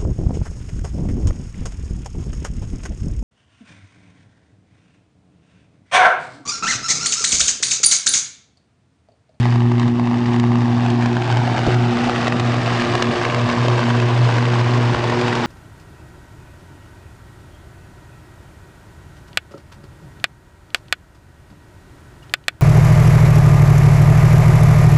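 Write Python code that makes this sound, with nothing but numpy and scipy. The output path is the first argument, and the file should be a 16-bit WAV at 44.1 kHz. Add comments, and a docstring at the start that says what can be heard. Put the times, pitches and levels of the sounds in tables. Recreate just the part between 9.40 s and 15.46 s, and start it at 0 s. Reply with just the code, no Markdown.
"""Rising switch arc in a substation yard

A high-voltage switch opens outdoors and draws an arc that climbs and lengthens.
Its heat pulses twice per mains cycle: five wavering harmonics hum, filtered random shocks crackle.
Shorted loops snap as N-shaped shocks with a sizzle; collapsing large loops thud as a puff and a low swing.
The ground adds a lagging close echo, the yard dull delayed copies; light wind is low filtered noise."""
import sys
import numpy as np
from scipy import signal
from scipy.fft import rfft, irfft
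from scipy.io import wavfile
from scipy.ndimage import map_coordinates

SR = 44100
rng = np.random.default_rng(int(sys.argv[2]) if len(sys.argv) > 2 else 0)


def generate_wav(signal):
    """Clip the signal to [-1, 1] and save it as 16-bit WAV at the path in sys.argv[1]."""
    frames = np.transpose(np.atleast_2d(signal))
    scaled = np.clip(frames, -1, 1) * 32767
    pcm = np.round(scaled).astype(np.int16)
    wavfile.write(sys.argv[1], SR, pcm)


N = 267246
TIME_S = np.arange(N) / SR

# levels of the hum's four lowest harmonics, before the hum's gain and waver: t/s, level/dB
HARMONIC_1 = [(0.0, -13), (0.47, -16.5), (0.49, -20), (0.73, -21.5), (1.0, -17), (1.82, -18.5), (1.89, -16),
              (2.27, -21.5), (2.29, -23), (2.34, -14.5), (2.47, -16), (2.6, -32), (2.63, -23.5),
              (2.9, -24.5), (3.03, -17), (3.36, -21.5), (3.46, -29), (3.54, -21), (3.62, -31), (3.67, -23),
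              (3.82, -37), (3.88, -24), (4.05, -17), (4.11, -38), (4.2, -15.5), (4.35, -16), (4.44, -19.5),
              (4.84, -13), (4.94, -16.5), (5.51, -15), (5.55, -27), (5.66, -21.5), (6.05, -30)]
HARMONIC_2 = [(0.0, -23.5), (0.45, -17), (0.88, -19), (0.93, -17), (1.71, -19.5), (1.91, -37), (2.03, -27),
              (2.23, -25.5), (2.34, -30), (2.43, -20.5), (2.67, -18), (2.71, -23.5), (3.14, -25),
              (3.29, -29), (3.42, -21.5), (3.56, -32.5), (3.7, -19.5), (3.78, -40), (4.1, -19.5),
              (4.38, -35), (4.45, -20), (4.75, -29.5), (4.78, -37), (5.01, -25), (5.1, -31.0),
              (5.259, -25.5), (5.52, -27), (5.6, -35.5), (5.73, -23.5), (6.05, -26.5)]
HARMONIC_3 = [(0.0, -36.5), (0.25, -27.5), (0.58, -31), (0.71, -30), (0.76, -36), (0.87, -28.5),
              (1.03, -26), (1.33, -34), (1.4, -40), (1.54, -26), (1.66, -33), (1.72, -25), (2.17, -42),
              (2.31, -24), (3.26, -36), (3.37, -27), (3.83, -26), (3.9, -40), (4.34, -23), (4.51, -37),
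              (4.63, -22), (4.87, -39.5), (5.18, -25.5), (5.24, -28.5), (5.7, -29), (5.79, -21.5),
              (5.94, -32), (6.05, -27)]
HARMONIC_4 = [(0.0, -46.5), (1.42, -44.5), (2.67, -43), (2.71, -35.5), (3.16, -37.5), (3.39, -37),
              (3.42, -38), (3.79, -32.5), (3.95, -28.5), (4.06, -40), (4.15, -37), (4.84, -35.5),
              (5.1, -31), (5.2, -41.5), (5.75, -31), (6.05, -36.0)]
# crackle's drive, before lulls and band gains: t/s, level/dB
CRACKLE_DRIVE = [(0, -32), (.34, -39.5), (.4, -34), (.54, -40.5), (.94, -34), (1.05, -38), (1.5, -33),
                 (1.58, -37), (1.64, -30.5), (1.76, -34.5), (1.92, -29.5), (2.04, -32), (2.32, -26),
                 (2.38, -32), (2.86, -27), (2.92, -31), (3.42, -27.5), (5.6, -30), (5.75, -27.5)]
# rise of the arc: t/s, extra path to listener/ms, ground echo lag/ms, spread of that lag/share,
# flutter level/dB, scatter of the spits' arrival/ms, trend of the crackle's body/dB
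ARC_RISE = [(0, 4.64, 1.04, 0.28, -28, 0.97, -31.5), (1.1, 5.2, 1.045, 0.44, -29, 0.96, -29),
            (2.1, 7.55, 1.345, 0.17, -26, 2.14, -28), (3.1, 7.27, 1.616, 0.36, -27.5, 2.18, -28),
            (4.4, 8.5, 1.913, 0.24, -28.5, 2.5, -27), (6.06, 9.1, 2.1, 0.3, -28, 2.45, -27.5)]
# small loops shorting out, before gains: t/s, shock level/dB, shock length/ms, sizzle level/dB
LOOP_SNAPS = [(0.0552, -8.5, 0.91, -34.5), (0.1254, -11.5, 0.65, -31), (0.1582, -10, 0.79, -32.5),
              (0.2048, -13, 0.73, -36), (0.22, -13, 0.98, -39.5), (0.317, -11.5, 0.84, -39.5),
              (0.3204, -17, 0.6, -33), (0.3809, -14, 0.85, -33), (0.3966, -19.5, 0.7, -21.5),
              (0.4171, -13.5, 0.55, -41), (0.4318, -11, 0.56, -40.5), (0.4792, -11, 0.55, -27),
              (0.5967, -10, 0.82, -39.0), (0.674, -11, 0.81, -38), (0.7131, -11.5, 0.85, -41),
              (0.732, -14.5, 0.88, -39), (0.7424, -12, 0.61, -42), (0.8425, -19, 1, -42),
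              (0.8578, -14, 0.35, -35.5), (0.9427, -12, 0.93, -35), (0.9624, -14, 0.46, -27),
              (0.9981, -26, 0.41, -19.5), (1.0327, -14, 0.42, -34.5), (1.0395, -10, 0.85, -41.5),
              (1.1187, -11.5, 0.89, -40.0), (1.1314, -17, 1, -36.0), (1.1558, -12, 0.69, -36),
              (1.2195, -14, 0.93, -33.5), (1.256, -15, 1, -38.5), (1.2807, -15, 0.88, -35.5),
              (1.3518, -16, 0.9, -43), (1.462, -11, 0.78, -28), (1.5026, -14.5, 0.31, -23),
              (1.6238, -10.0, 0.42, -26.5), (1.6329, -13, 0.87, -29.5), (1.6591, -12, 0.78, -22),
              (1.7296, -17, 0.77, -29), (1.7682, -6, 0.63, -31), (1.8221, -7, 0.3, -37),
              (1.9147, -17, 0.92, -24), (1.9245, -12, 0.66, -21.5), (1.9711, -8, 0.92, -20.5),
              (2.0764, -8, 1, -31), (2.149, -10, 1, -38.5), (2.1636, -14, 0.74, -26.0),
              (2.1799, -7.5, 0.92, -25.5), (2.1913, -10, 1, -23), (2.2662, -9, 1, -22.5),
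              (2.3434, -15, 0.95, -22), (2.5708, -8, 0.85, -39.5), (2.696, -4.5, 0.77, -29),
              (2.761, -5, 0.33, -28.5), (2.8701, -4, 0.47, -21.0), (2.8793, -6, 1, -18.5),
              (2.882, -12, 0.95, -23), (2.9235, -2.5, 0.41, -29), (2.9976, -4.5, 0.47, -18.5),
              (3.0004, -13, 0.7, -25), (3.143, -11, 0.81, -28.5), (3.277, -6, 0.72, -36),
              (3.4127, -6, 0.41, -28.5), (3.4202, -6, 0.41, -21), (3.5378, -10, 0.62, -26),
              (3.5525, -4, 0.79, -17), (3.6233, -7, 0.68, -10.5), (3.6248, -12, 1, -17.5),
              (3.8516, -1.5, 0.42, -21), (3.8996, -4.5, 0.28, -30), (3.9462, -4, 0.43, -20),
              (4.1, -7.0, 0.35, -25), (4.2057, -10.5, 0.69, -31.5), (4.283, -5, 1, -18.5),
              (4.38, -6.5, 0.81, -25), (4.3926, -5.5, 0.65, -33), (4.4305, -4, 0.49, -33),
              (4.5043, -6.5, 0.59, -32.5), (4.6005, -9, 0.3, -21.0), (4.9256, -8.5, 0.32, -31),
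              (4.9836, -5, 0.45, -31), (5.0546, -6.5, 0.26, -25.5), (5.2125, -8.5, 0.77, -29),
              (5.5471, -2.5, 0.64, -36), (5.6406, -7.5, 0.82, -36.5), (5.6987, -8, 0.45, -23.0),
              (5.7223, -9, 0.96, -31), (5.8128, -12, 0.43, -18.5), (5.882, -4, 0.23, -24.5),
              (5.928, -4, 0.45, -27), (5.953, -14, 0.9, -19)]
# large loops collapsing: t/s, swing level/dB, swing f/Hz, swing half length/s,
# puff level before gain/dB, top of the puff f/Hz
LOOP_THUDS = [(2.279, -24, 36.3, 0.008, -19, 603), (5.558, -28, 67, 0.014, -34, 333)]
# spectra, relative; power is normalized when applied: f/Hz, level/dB per Hz
BODY_SPECTRUM = [(300, -14), (420, -1), (530, -6.5), (630, 0.5), (760, 2.5), (920, 0.5), (1120, -0.5),
                 (1270, -3.5), (1400, -8), (1900, -50.5)]
SIZZLE_SPECTRUM = [(1100, -33), (1400, -1.5), (1650, 3), (2200, -1.9), (2900, -2), (3300, -5.5),
                   (3700, -4.5), (4300, -18), (6000, -41)]
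FIZZ_SPECTRUM = [(2500, -27), (3600, -4), (4200, 2.5), (4800, 1.5), (6000, -6), (8000, -13.5), (10000, -24),
                 (14000, -49.5)]
SNAP_SIZZLE_SPECTRUM = [(300, -12.5), (800, -5.5), (1700, 1), (3000, -0.5), (4800, -7.5), (7500, -14.5),
                        (10000, -30.5), (14000, -44.5)]
FLUTTER_SPECTRUM = [(40, -21), (75, -10), (110, 7), (175, 1), (205, -1.5), (310, 1.5), (400, -4),
                    (520, -26), (800, -55)]
WIND_SPECTRUM = [(12, 1), (25, -11.5), (60, -4), (110, -14), (300, -41.5)]
# echoes from the ground close by and from the yard: delay/s, level/dB
YARD_ECHOES = [(.00108, -40), (.0026, -23.5), (.019, -22), (.043, -20), (.087, -15)]

PULSE_HZ = 119.9  # two heat pulses per mains cycle
# arc changes from short to tall around this time
TALL_AT_S, TALL_OVER_S = 2, 0.65
# stretches of the writhing channel add and cancel by chance, more so in a tall arc
FADE_SHORT_DB, FADE_TALL_DB, FADES_PER_S = 0.5, 1.42, 22
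WANDER_SHORT_RAD, WANDER_TALL_RAD = 0.13, 0.47
# arc re-forms elsewhere after a thud: path delay added, and how long the skip takes
SKIP_S, SKIP_OVER_S = 0.004, 0.014
BODY_FOLLOWS = 0.52  # share of the drive's swing about its mean, in dB
SIZZLE_DB, FIZZ_DB, TICK_DB = -0.33, -9.5, 10.5  # against the crackle's drive
# spits over a steady fry: share of the crackle's power, decay time
SPIT_SHARE_SHORT, SPIT_SHARE_TALL, SPIT_DECAY_S = 0.6, 0.45, 0.0012
# lull after a snap whose tabled sizzle is LULL_SNAP_DB, and its healing time
LULL_DB, LULL_SNAP_DB, REGROW_S = -1, -23, 0.078
PUFF_LEAD_S, PUFF_DECAY_S = 0.0091, 0.018  # lead is ahead of the swing's centre
CUTOFF_HZ = 9850


def hum(cycles, shimmer_db, jitter_cycles, hum_db, fifth_db):
    """Current peaks heat the air: five harmonics of the pulse waver as the channel writhes."""
    curves = (HARMONIC_1, HARMONIC_2, HARMONIC_3, HARMONIC_4)
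    levels_db = [in_time(curve)[0] for curve in curves]
    levels_db.append(levels_db[-1] + fifth_db)
    fade_db = with_height(FADE_SHORT_DB, FADE_TALL_DB, TIME_S)
    wander_rad = with_height(WANDER_SHORT_RAD, WANDER_TALL_RAD, TIME_S)
    timing = cycles + jitter_cycles * drift(70)
    tone = 0
    for k, level_db in enumerate(levels_db, 1):
        phase_rad = 2 * np.pi * k * timing + wander_rad * k * drift(8)
        waver_db = shimmer_db * k / 2 * drift(45)
        waver_db = waver_db + fade_db * np.sqrt(k / 2) * drift(FADES_PER_S)
        amplitude = np.sqrt(2) * from_db(hum_db + level_db + waver_db)
        tone = tone + amplitude * np.sin(phase_rad)
    return tone


def skips():
    """Delay in seconds that thuds have added to the path so far."""
    return sum(SKIP_S * np.clip((TIME_S - s) / SKIP_OVER_S + 0.5, 0, 1) for s, *_ in LOOP_THUDS)


def crackle(cycles, scatter_ms, body_trend_db):
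    """Long kinks give body, short ones sizzle, the finest fizz; some shocks are common to all."""
    sizzle_db = in_time(CRACKLE_DRIVE)[0] + lulls()
    body_db = body_trend_db + BODY_FOLLOWS * (sizzle_db - sizzle_db.mean())
    long_spits = spitting(cycles, scatter_ms, spit_db=2.0, count=3)
    # short kinks keep less to the beat of the mains
    short_spits = spitting(cycles, 1.9 * scatter_ms, spit_db=4.0, count=3)
    common = sparks(cycles, long_spits, per_s=4200, size_db=3.0)
    medium = sparks(cycles, short_spits, per_s=3000, size_db=2.5)
    fine = sparks(cycles, short_spits, per_s=3500, size_db=0.0)
    flare = from_db(1.0 * drift(40))
    sizzle_gain = flare * from_db(sizzle_db)
    body = coloured(common * flare * from_db(body_db), BODY_SPECTRUM)
    sizzle = coloured((0.57 * common + 0.78 * medium) * sizzle_gain, SIZZLE_SPECTRUM)
    fizz_shocks = 0.35 * common + 0.7 * medium + 0.74 * fine
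    fizz = coloured(fizz_shocks * sizzle_gain, FIZZ_SPECTRUM)
    return body + from_db(SIZZLE_DB) * sizzle + from_db(FIZZ_DB) * fizz


def lulls():
    """A snap leaves less channel to crackle: a dip in dB, deeper for more sizzle, that heals."""
    kicks = np.zeros(N)
    for s, _, _, sizzle_db in LOOP_SNAPS:
        kicks[round(s * SR)] = from_db((sizzle_db - LULL_SNAP_DB) / 2)
    return LULL_DB * dying(kicks, REGROW_S)


def spitting(cycles, scatter_ms, spit_db, count):
    """Crackle power, mean near 1: stretches re-ignite each half-cycle, varied in time and strength."""
    starts = np.repeat(half_cycle_starts(cycles), count)
    late, strength = np.clip(rng.standard_normal((len(starts), 2)), -2.5, 1.8).T
    at = (starts + late * scatter_ms[starts] / 1000 * SR).astype(int) % N
    kicks = np.bincount(at, from_db(spit_db * strength) ** 2, N)
    spits = dying(kicks, SPIT_DECAY_S)
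    share = np.clip(with_height(SPIT_SHARE_SHORT, SPIT_SHARE_TALL, TIME_S), 0, 1)
    return 1 - share + share * spits / spits.mean()


def sparks(cycles, power, per_s, size_db):
    """Tiny shocks from the channel's kinks, denser and stronger during a spit."""
    born = rng.random(N) < per_s * np.sqrt(power) / SR
    spread_db = size_db * np.clip(rng.standard_normal(N), -3, 2.5)
    sizes = from_db(spread_db) * rng.choice([-1, 1], N)
    shocks = born * sizes * np.sqrt(np.sqrt(power))
    return rms_one(kinks(shocks, cycles, nearest_s=0.0001, farthest_s=0.0007, share=0.27))


def kinks(x, cycles, nearest_s, farthest_s, share):
    """Two stretches of channel interfere; their lag and sign change every half-cycle."""
    shape = rng.random((2048, 2))[np.floor(cycles + 0.5).astype(int)]
    lag_s = nearest_s + (farthest_s - nearest_s) * shape[:, 0]
    sign = np.sign(shape[:, 1] - 0.5)
    second = delayed(x, np.round(lag_s * SR) / SR)
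    return (x + share * sign * second) / np.sqrt(1 + share ** 2)


def snaps(shock_gain_db, sizzle_gain_db, air_hz, decay_s):
    """A shorted loop sends an N-shaped shock, rounded by the air, and sizzle from finer branches."""
    shocks, sizzle = np.zeros((2, N))
    for s, shock_db, length_ms, sizzle_db in LOOP_SNAPS:
        at = round(s * SR)
        size = max(round(length_ms / 1000 * SR), 4)
        shocks[at:at + size] += from_db(shock_db + shock_gain_db) * np.linspace(1, -1, size)
        train = burst(s, rise_s=0.0002, decay_s=decay_s, crack=0.3)
        sizzle += from_db(sizzle_db + sizzle_gain_db) * train
    return lowpassed(shocks, 2, air_hz) + coloured(sizzle, SNAP_SIZZLE_SPECTRUM)


def ticks(cycles, level_db, scatter_ms, size_db, shortest_s, longest_s, air_hz):
    """Each half-cycle's re-ignition gives a small N-shaped shock of its own size and length."""
    out = np.zeros(N + SR)
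    starts = half_cycle_starts(cycles)
    draws = rng.uniform(-1, 1, (len(starts), 3))
    for start, (late, strength, reach) in zip(starts, draws):
        at = max(int(start + late * scatter_ms[start] / 1000 * SR), 0)
        size = max(int(np.interp(reach, [-1, 1], [shortest_s, longest_s]) * SR), 2)
        gain = from_db(level_db[start] + size_db * strength)
        out[at:at + size] += gain * np.linspace(1, -1, size)
    return lowpassed(out[:N], 2, air_hz)


def thuds(puff_low_hz, puff_gain_db):
    """A long stretch goes out at once: a dull puff, and a low tone under a bell-shaped envelope."""
    out = 0
    for s, swing_db, swing_hz, half_length_s, puff_db, top_hz in LOOP_THUDS:
        age_s = TIME_S - s
        envelope = np.exp(-0.5 * (age_s / half_length_s) ** 2)
        swing = np.sqrt(2) * np.sin(2 * np.pi * swing_hz * age_s) * envelope
        shocks = burst(s - PUFF_LEAD_S, rise_s=0.0027, decay_s=PUFF_DECAY_S, crack=0)
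        band = signal.butter(2, [puff_low_hz, top_hz], "band", fs=SR, output="sos")
        puff = signal.sosfilt(band, signal.sosfilt(band, shocks))
        out = out + from_db(swing_db) * swing + from_db(puff_db + puff_gain_db) * puff
    return out


def burst(s, rise_s, decay_s, crack):
    """A dying shock train of about unit energy; nothing rings in open air, so near-even spectrum."""
    age_s = TIME_S[:2048]
    envelope = (1 - np.exp(-age_s / rise_s)) * np.exp(-age_s / decay_s)
    shocks = envelope * rng.standard_normal(len(age_s))
    shocks /= np.sqrt(np.sum(shocks ** 2))
    shocks[envelope.argmax()] += crack
    fade = np.exp(-(age_s / (3 * decay_s)) ** 4)
    for _ in range(3):  # flatten the spectrum, then fade the tail again
        shocks = irfft(np.exp(1j * np.angle(rfft(shocks)))) * fade
    out, at = np.zeros(N + len(age_s)), round(s * SR)
    out[at:at + len(age_s)] = shocks
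    return out[:N]


def ground(x, lag_ms, spread, share):
    """The ground echo lags more as the arc climbs, lowering its comb; spread smears the treble."""
    heights = np.linspace(-1, 1, 15)
    weights = np.cos(heights * np.pi / 2) ** 2
    echo = sum(w * delayed(x, lag_ms * (1 + spread * h) / 1000) for h, w in zip(heights, weights))
    return x + share * echo / weights.sum()


def yard(x, dull_hz):
    """Ground, steelwork and buildings return dull, weak copies."""
    dull = lowpassed(x, 1, dull_hz)
    return x + sum(from_db(db) * delayed(dull, s) for s, db in YARD_ECHOES)


def flutter(level_db):
    """No two half-cycles are alike: low noise fills the gaps between the hum's harmonics."""
    return from_db(level_db) * coloured(rng.standard_normal(N), FLUTTER_SPECTRUM)


def wind(level_db):
    """Light wind on the microphone: low filtered noise."""
    return from_db(level_db) * coloured(rng.standard_normal(N), WIND_SPECTRUM)


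def from_db(db):
    """Amplitude ratio of a level."""
    return 10 ** (np.asarray(db) / 20)


def rms_one(x):
    """Scales to unit RMS."""
    return x / np.sqrt(np.mean(x ** 2) + 1e-20)


def in_time(rows):
    """Each column of a curve, joined by straight lines."""
    s, *columns = np.transpose(rows)
    return [np.interp(TIME_S, s, c) for c in columns]


def with_height(short, tall, s):
    """Glides from a short arc's value to a tall arc's."""
    return short + (tall - short) * (0.5 + 0.5 * np.tanh((s - TALL_AT_S) / TALL_OVER_S))


def half_cycle_starts(cycles):
    """Samples just before a new heat pulse begins."""
    return np.flatnonzero(np.diff(np.floor(cycles)) > 0)


def dying(kicks, decay_s):
    """Each kick decays exponentially."""
    return signal.lfilter([1], [1, -np.exp(-1 / (decay_s * SR))], kicks)


def drift(rate_per_s):
    """Smooth random curve, knots of spread 1."""
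    knots = rng.standard_normal(4096)
    return map_coordinates(knots, [TIME_S * rate_per_s], order=2, mode="wrap")


def delayed(x, seconds):
    """Delay, fixed or varying, by linear interpolation."""
    return np.interp(TIME_S - seconds, TIME_S, x, left=0)


def lowpassed(x, order, cutoff_hz):
    """Butterworth low-pass."""
    return signal.sosfilt(signal.butter(order, cutoff_hz, fs=SR, output="sos"), x)


def coloured(x, spectrum):
    """Causal (minimum-phase) filter of the given spectrum; white input keeps its power."""
    size = 8192
    table_hz, table_db = np.transpose(spectrum)
    bins_hz = np.arange(size // 2 + 1) * SR / size
    gain = rms_one(from_db(np.interp(np.log(bins_hz + 1), np.log(table_hz), table_db)))
    cepstrum = irfft(np.log(gain))
    cepstrum[1:size // 2] *= 2
    cepstrum[size // 2 + 1:] = 0
    return signal.fftconvolve(x, irfft(np.exp(rfft(cepstrum))))[:N]


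def scene():
    """One rising arc over hard ground in a light wind."""
    path_ms, ground_ms, spread, flutter_db, scatter_ms, body_db = in_time(ARC_RISE)
    cycles = PULSE_HZ * (TIME_S - path_ms / 1000 - skips())
    tone = hum(cycles, shimmer_db=0.86, jitter_cycles=0.0031, hum_db=-0.5, fifth_db=-3.5)
    spits = ground(crackle(cycles, scatter_ms, body_db), ground_ms, spread, share=0.45)
    shocks = snaps(shock_gain_db=0.0, sizzle_gain_db=16.5, air_hz=2980, decay_s=0.0017)
    tick_db = in_time(CRACKLE_DRIVE)[0] + TICK_DB
    shocks = shocks + ticks(cycles, tick_db, scatter_ms, size_db=5,
                            shortest_s=0.00029, longest_s=0.0008, air_hz=3170)
    # a snap or tick comes from one spot, so its ground echo is a crisp second crack
    cracks = ground(shocks, ground_ms, spread=0.022, share=0.73)
    arc = tone + yard(spits + cracks, dull_hz=2930)
    arc = arc + thuds(puff_low_hz=70, puff_gain_db=49.0)
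    return (arc + flutter(flutter_db) + wind(level_db=-49.5))[None]


def record(dry):
    """Peaks are rounded, the top is cut."""
    ceiling = 0.56
    rounded = dry / (1 + (dry / ceiling) ** 6) ** (1 / 6)
    return signal.sosfilt(signal.ellip(8, 0.1, 50, CUTOFF_HZ, fs=SR, output="sos"), rounded)


dry = scene()
out = record(dry)
generate_wav(out)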